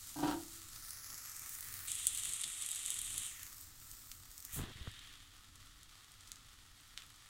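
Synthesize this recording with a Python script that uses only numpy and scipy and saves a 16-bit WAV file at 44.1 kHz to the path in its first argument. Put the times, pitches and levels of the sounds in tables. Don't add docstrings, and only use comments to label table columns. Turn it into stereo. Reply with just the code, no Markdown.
import sys
import numpy as np
from scipy import signal
from scipy.fft import rfft, irfft
from scipy.io import wavfile

SR = 44100
rng = np.random.default_rng(int(sys.argv[2]) if len(sys.argv) > 2 else 0)


def unload_wav(signal):
    wavfile.write(
        sys.argv[1],
        SR,
        np.round(np.clip(np.atleast_2d(signal).T, -1, 1) * 32767).astype(np.int16),
    )


N = 321475
TIME = np.arange(N) / SR

# (start [s], length [s], level [dB])
RUBS = [(1.083, 0.094, -61), (1.38, 0.095, -73), (1.725, 0.15, -73), (2.264, 0.074, -59),
        (2.437, 0.057, -59), (3.124, 0.11, -57), (4.547, 0.077, -46), (4.588, 0.012, -39),
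        (4.593, 0.059, -46.5), (4.614, 0.12, -47.5), (4.736, 0.19, -57)]

# (leak [dB], sharpness Q, five resonances of its hollow as (frequency [Hz], level [dB]))
LOOSE = (-3, 1.17, [(1390, -6), (4280, 5), (7600, 8.5), (10500, -10), (14500, 8)])
HOVERING = (-1.3, 1.06, [(1750, 4), (4600, 0), (5700, 9), (10800, 13.5), (15200, 8)])
CLOSING = (0.59, 1.67, [(1880, 7.5), (4600, 7.5), (6800, 3.5), (10000, 6), (14900, 17)])
CUPPED = (2.2, 2.25, [(2110, 6.7), (3400, 19.27), (8350, 21.07), (11400, 11.6), (14000, 4.8)])
PRESSED = (-6.5, 2.33, [(1400, -17), (1750, -29), (5250, 3.5), (7700, 5.5), (14000, 9.5)])
NARROWED = (0.5, 2, [(2000, 9.5), (3100, 7.5), (6650, 10), (9000, -1), (13600, 12)])
SQUEEZED = (2.7, 1.44, [(1920, 5.8), (3290, 15.5), (8300, 21), (11800, 23), (14000, 26)])
LIFTED = (-.5, 2.23, [(1800, 9), (3370, 15), (7950, -5), (11700, -4.5), (14000, -26)])
OPEN = (-2.5, 2.87, [(1980, -11.5), (3370, 4), (7750, -9.5), (11400, -6), (14000, -18)])


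def fizz(hiss_db=-1.0, crackle_db=-4.5, per_s=1100, spread_db=4.5, largest=4.43,
         flutter_db=0.65, swell_db=.5, wet_db=-5):
    # (time [s], level [dB])
    boil = [(0, -51), (1.7, -48.5), (2.7, -51), (3.6, -51), (5.5, -52.5), (7.29, -52.5)]
    # (time [s], lift [dB], decay [s])
    spits = [(6.322, 1.5, 0.026), (6.977, 5.5, 0.044)]
    spit_db = sum(db * np.exp(-abs(TIME - s) / decay) * (TIME > s) for s, db, decay in spits)
    spurts = gain_of(flutter_db * drift(20) + swell_db * drift(4.3) + spit_db)

    size_db = spread_db * np.minimum(rng.exponential(1, N), largest)
    size = gain_of(size_db) * rng.choice([-1, 1], N)
    clicks = size * (rng.random(N) < per_s / SR)
    place = rng.integers(0, 16, N)
    other = np.bincount((np.arange(N) + place - 8) % N, clicks, N)
    crackle = evened(np.array([clicks, other]))
    crackle = crackle + gain_of(wet_db) * room(crackle)

    hiss = rng.standard_normal((2, N))
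    bubbles = gain_of(hiss_db) * hiss + gain_of(crackle_db) * crackle
    return gain_of(follow(boil, TIME)[0]) * spurts * bubbles


def pops(level_db=1.5, q=0.89, splash_db=2, splash_s=0.0016, snap=0.53, usual_db=-22,
         low_hz=1600, wet_db=-7.0, size=512):
    # (time [s], relative strength [dB], centre [Hz])
    big_pops = [(.907, -19.5, 9200), (1.1437, -22, 6500), (1.3652, -21, 13000), (1.4933, -18, 14500),
                (1.608, -18.5, 15100), (1.7404, -20.5, 13000), (1.9177, -17.5, 9000), (2.0698, -4.5, 14300),
                (2.1748, -19, 9000), (2.1854, -23, 13000), (2.2507, -21.5, 11100), (2.2922, -24, 4540),
                (2.3358, -18, 12000), (2.4153, -20, 10000), (2.4369, -16.5, 3750), (2.441, -13.5, 3800),
                (2.6628, -20.5, 12100), (2.6896, -20, 13100), (2.7156, -17.5, 11500), (2.8616, -17, 13100),
                (2.9045, -14, 13400), (2.9425, -21.5, 12000), (3.0164, -19, 13100), (3.1803, -16.5, 13000),
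                (3.2652, -24, 9000), (3.4318, -18.5, 12000), (3.9146, -20.5, 9000), (4.1164, -13.5, 3200),
                (4.3798, -19.5, 9100), (4.451, -15, 13000), (5.832, -18.5, 13000), (6.2744, -22.5, 6500),
                (6.318, -9.5, 9600), (6.358, -19.5, 6500), (6.9762, -7.5, 2870), (7.021, -17, 3400)]
    out = np.zeros((2, N))
    hz = np.fft.rfftfreq(size, 1 / SR)
    t = np.arange(size) / SR
    for s, db, centre_hz in big_pops + small_pops():
        w = 1j * hz / centre_hz
        swing = w / (q * (1 + w * w) + w)
        burst = swing * 1j * hz / (low_hz + 1j * hz)
        splash = gain_of(splash_db - snap * max(db - usual_db, 0))
        for port in out:
            scatter = rng.standard_normal(size) * np.exp(-t / splash_s)
            scatter = scatter / np.linalg.norm(scatter)
            paths = (1 + splash * rfft(scatter)) / np.hypot(1, splash)
            pop = irfft(paths * burst)[:size // 2]
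            add(port, s, -gain_of(db + level_db) * pop)
    return out + gain_of(wet_db) * room(out)


def small_pops(count=58, crowded=24):
    strength_db, spread_db = -24, 2.4
    centre_hz, octaves = 10700, 0.66
    flurry_s, flurry_width_s = 2.3, .6
    when, pitch = rng.random((count, 2)).T
    crowd, strength = rng.standard_normal((count, 2)).T
    in_flurry = np.arange(count) < crowded
    s = np.where(in_flurry, flurry_s + flurry_width_s * crowd, when * N / SR)
    db = strength_db + spread_db * np.tanh(strength)
    hz = centre_hz * 2 ** (octaves * (2 * pitch - 1))
    return list(zip(s, db, hz))


def cupped(x, leak_hz=6000, steepness=7, flex_hz=2500):
    # (time [s], half length [s], change [dB])
    flexes = [(0.665, 0.097, -4), (.92, 0.042, -0.5), (1.543, 0.035, 6.5), (2.547, 0.21, -1),
              (3.18, 0.054, 0.5), (3.604, 0.048, 3), (3.732, 0.046, -6.5), (3.923, 0.031, 2.5),
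              (4.113, 0.038, 2.5), (4.27, 0.064, -5), (4.56, .025, -2.5)]
    # (time [s], frequency [Hz], depth [dB])
    notch = [(.7, 2700, -1), (.85, 2930, 11), (1.05, 3430, 27), (1.22, 3600, 19), (1.45, 4260, 15),
             (1.6, 4730, 4), (1.85, 4800, 5)]
    dip_rows = [(1, 0.23, 0.66), (2.48, 0.3, 0.49), (2.85, 0.15, 0.37), (3.85, 0.43, 0.4)]
    # (time [s], corner [Hz])
    shade_rows = [(1.85, 21000), (1.9, 15300), (2.2, 15000), (2.42, 12700), (3.1, 13930), (3.3, 15200),
                  (3.45, 21000)]
    hz, t, z = signal.stft(x, SR, nperseg=512, noverlap=384)
    hz = hz[:, None] + 1

    leak_db, q, *modes = grip(t)
    flex_db = sum(db * swell(t, s, half) for s, half, db in flexes)
    flex_db = flex_db * hz / (hz + flex_hz)
    power = gain_of(leak_db) ** 2 / (1 + (hz / leak_hz) ** 2)
    for mode_hz, db in zip(modes[::2], modes[1::2]):
        detuning = q * (hz / mode_hz - mode_hz / hz)
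        power = power + (gain_of(db + flex_db) / (1 + detuning ** 2)) ** 2

    notch_hz, depth_db = follow(notch, t)
    order = hz / notch_hz
    dips = sum(share * swell(order, multiple, width) for multiple, width, share in dip_rows)
    shade = np.hypot(1, (hz / follow(shade_rows, t)[0]) ** steepness)
    heard = z * np.sqrt(power) * gain_of(-depth_db * dips) / shade
    return signal.istft(heard, SR, nperseg=512, noverlap=384)[1][:N]


def grip(t):
    # (start [s], duration [s], new grip)
    moves = [(.66, 0.22, HOVERING), (1.245, 0.68, CLOSING), (1.87, 0.0094, CUPPED), (3.26, 0.12, NARROWED),
             (3.432, 0.16, PRESSED), (4.388, .12, NARROWED), (4.513, 0.041, SQUEEZED), (4.561, 0.1, LIFTED),
             (5.01, 0.41, OPEN)]

    def column(leak_db, q, modes):
        return np.r_[leak_db, q, np.ravel(modes)][:, None]

    state = column(*LOOSE)
    for s, duration, new in moves:
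        progress = np.clip((t - s) / duration, 0, 1)
        state = state + progress * (column(*new) - state)
    return state


def pan_shift(clatter_db=0, sing_db=-8, slips_per_s=1200, wet_db=-5, rise_s=0.0051):
    # (frequency [Hz], relative level [dB], time to fall 60 dB [s])
    pan = [(152, -10, 0.25), (290, -7.5, 0.27), (296.7, 0, 0.27), (398, -21, 0.36), (487, -24, 0.31),
           (596, -14.5, .15), (720, -8, 0.11), (751, -9, 0.21), (774, -5.5, 0.12), (827, 5, 0.039),
           (945, -0.5, 0.06), (1183, -13.5, 0.11), (1570, -21, 0.25), (1575, -27, 0.21)]
    # (time [s], level [dB])
    knocks = [(0.159, -41.5), (0.188, -36), (.229, -29.5), (.258, -35.5), (0.288, -42.5), (0.33, -44.5)]
    # (time [s], level [dB])
    grating = [(.155, -88), (.165, -58), (.22, -51), (.232, -39.5), (.255, -43.5), (.295, -40),
               (.33, -43.5), (.38, -69), (.43, -90), (.5, -102)]
    # (frequency [Hz], relative level [dB])
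    clatter_colour = [(50, -3), (150, -1.5), (220, -8), (310, 11), (500, -7), (750, -0.5), (950, 0),
                      (1080, -7.5), (1500, -5), (2000, -18), (3100, -12.5), (5000, -17.5), (12000, -36)]
    # (time [s], level [dB], frequency [Hz], time to fall 60 dB [s])
    stove_hum = (.229, -39, 331, .78)
    t = TIME[:SR]
    body = sum(gain_of(db - 60 * t / t60) * np.sin(2 * np.pi * hz * t) for hz, db, t60 in pan)
    body = body * (1 - np.exp(-t / rise_s))

    blows = np.zeros(N)
    for s, db in knocks:
        add(blows, s, gain_of([db]))
    slips = evened(rng.standard_normal(N) * (rng.random(N) < slips_per_s / SR))
    force = gain_of(follow(grating, TIME)[0]) * (TIME < grating[-1][0])
    clatter = gain_of(clatter_db) * evened(colour(slips, clatter_colour)[0]) * force
    jerks = gain_of(sing_db) * slips * force / np.linalg.norm(body)
    sing = ring(blows + jerks, body)[0]

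    s, db, hz, t60 = stove_hum
    hum = np.zeros(N)
    add(hum, s, gain_of(db - 60 * t / t60) * np.sin(2 * np.pi * hz * t))
    return sing + hum + clatter + gain_of(wet_db) * room(clatter + sing / 2)


def fingers(left_db=-2, grip_db=0.0):
    # (time [s], level [dB], centre [Hz])
    bumps = [(3.925, -60, 40), (4.29, -59.5, 45), (4.536, -50, 80), (4.568, -42, 130), (4.582, -39.5, 116),
             (4.595, -38, 97), (4.619, -40, 149), (4.757, -50, 111), (4.811, -43.5, 65), (4.869, -52, 610),
             (4.8735, -35, 915), (4.876, -40.5, 98)]
    # (frequency [Hz], relative level [dB])
    rub_colour = [(30, 10), (100, 6), (200, 1.5), (350, 0), (520, -8.5), (850, 6.5), (1500, -12),
                  (3000, -20), (10000, -48)]
    out = np.zeros(N)
    t = TIME[:SR // 10]
    for s, db, hz in bumps:
        u = 2 * np.pi * hz * t
        add(out, s, gain_of(db) * np.sin(u) * np.exp(1 - u / 4.7))

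    rough = rng.standard_normal(N) * gain_of(grip_db * drift(80))
    skin = evened(colour(rough, rub_colour)[0])
    for s, length, db in RUBS:
        stroke = skin[round(s * SR):][:round(length * SR)]
        add(out, s, gain_of(db) * stroke * signal.windows.tukey(len(stroke), .5))
    return left_late(out) * gain_of([[left_db], [0]])


def rumble(apart_db=-18, level_db=-66, unsteady_db=6, settle_s=0.96, stir_db=2.5, stir_s=0.11,
           light_db=-67, wander_db=2.34):
    # (frequency [Hz], relative level [dB])
    rumble_colour = [(15, -0.5), (35, 4), (60, -5.5), (95, 0), (140, -10), (200, -19.5), (290, -13),
                     (450, -37), (1000, -41), (4000, -67)]
    noise = rng.standard_normal(N) + gain_of(apart_db) * rng.standard_normal((2, N))
    strokes = []
    for s, length, db in RUBS:
        firmness = np.clip((db - light_db) / 10, 0, 1)
        strokes.append(firmness * swell(TIME, s + length / 2, stir_s))
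    sliding = np.max(strokes, axis=0)
    db = level_db + unsteady_db * np.exp(-TIME / settle_s)
    db = db + stir_db * sliding + wander_db * drift(1.4)
    return gain_of(db) * evened(colour(noise, rumble_colour))


def room(x, size=16384):
    # (frequency [Hz], time to fall 60 dB [s])
    kitchen = [(200, 0.46), (2000, 0.27), (8000, 0.13), (16000, 0.022)]
    hz, t, z = signal.stft(rng.standard_normal((2, size)), SR, nperseg=256)
    fading = gain_of(-60 * t / read(kitchen, hz)[:, None])
    tail = signal.istft(z * fading, SR, nperseg=256)[1]
    return ring(x, tail / np.linalg.norm(tail[0]))


def left_late(x, count=26):
    return np.array([np.r_[np.zeros(count), x[:-count]], x])


def gain_of(db):
    return 10 ** (np.asarray(db) / 20)


def evened(x):
    return x / np.sqrt(np.mean(x ** 2) + 1e-20)


def read(points, hz):
    f, value = np.transpose(points)
    return np.interp(np.log(hz + 1), np.log(f + 1), value)


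def follow(rows, t):
    s, *columns = np.transpose(rows)
    return [np.interp(t, s, c) for c in columns]


def swell(x, centre, half_width):
    return np.exp(-((x - centre) / half_width) ** 2)


def drift(hz):
    slowness = 1 + (np.fft.rfftfreq(N, 1 / SR) / hz) ** 2
    return evened(irfft(rfft(rng.standard_normal(N)) / slowness, N))


def add(mix, s, sound):
    part = mix[max(round(s * SR), 0):][:len(sound)]
    part += sound[:len(part)]


def ring(x, response):
    return signal.fftconvolve(np.atleast_2d(x), np.atleast_2d(response), axes=1)[:, :N]


def colour(x, points, size=8192):
    log_gain = np.log(gain_of(read(points, abs(np.fft.fftfreq(size, 1 / SR)))))
    spectrum = np.exp(signal.hilbert(log_gain).conj())
    return ring(x, np.fft.ifft(spectrum).real[:size // 2])


def scene():
    # (frequency [Hz], relative level [dB])
    fry_colour = [(200, -10.5), (600, -13), (950, -7.5), (1170, -2), (1350, 1.4), (1600, -3.5), (1850, 0),
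                  (2300, -3.5), (4000, -3), (8000, -1.5), (16000, -6)]
    # (frequency [Hz], relative level [dB])
    left_port = [(1000, -0.5), (2500, -4), (4200, 2), (6500, -3), (8000, -3.5), (9500, -6), (12000, -10.5),
                 (15500, -9.5)]
    left, right = colour(fizz() + pops(), fry_colour)
    frying = np.array([colour(left, left_port)[0], cupped(right)])
    return frying + pan_shift() + fingers() + rumble()


def record(dry):
    ceiling, edge_hz = .75, 15900
    rounded = ceiling * np.tanh(dry / ceiling)
    low_pass = signal.firwin(511, edge_hz, window=("kaiser", 9), fs=SR)
    return signal.oaconvolve(rounded, low_pass[None], "same")


dry = scene()
out = record(dry)
unload_wav(out)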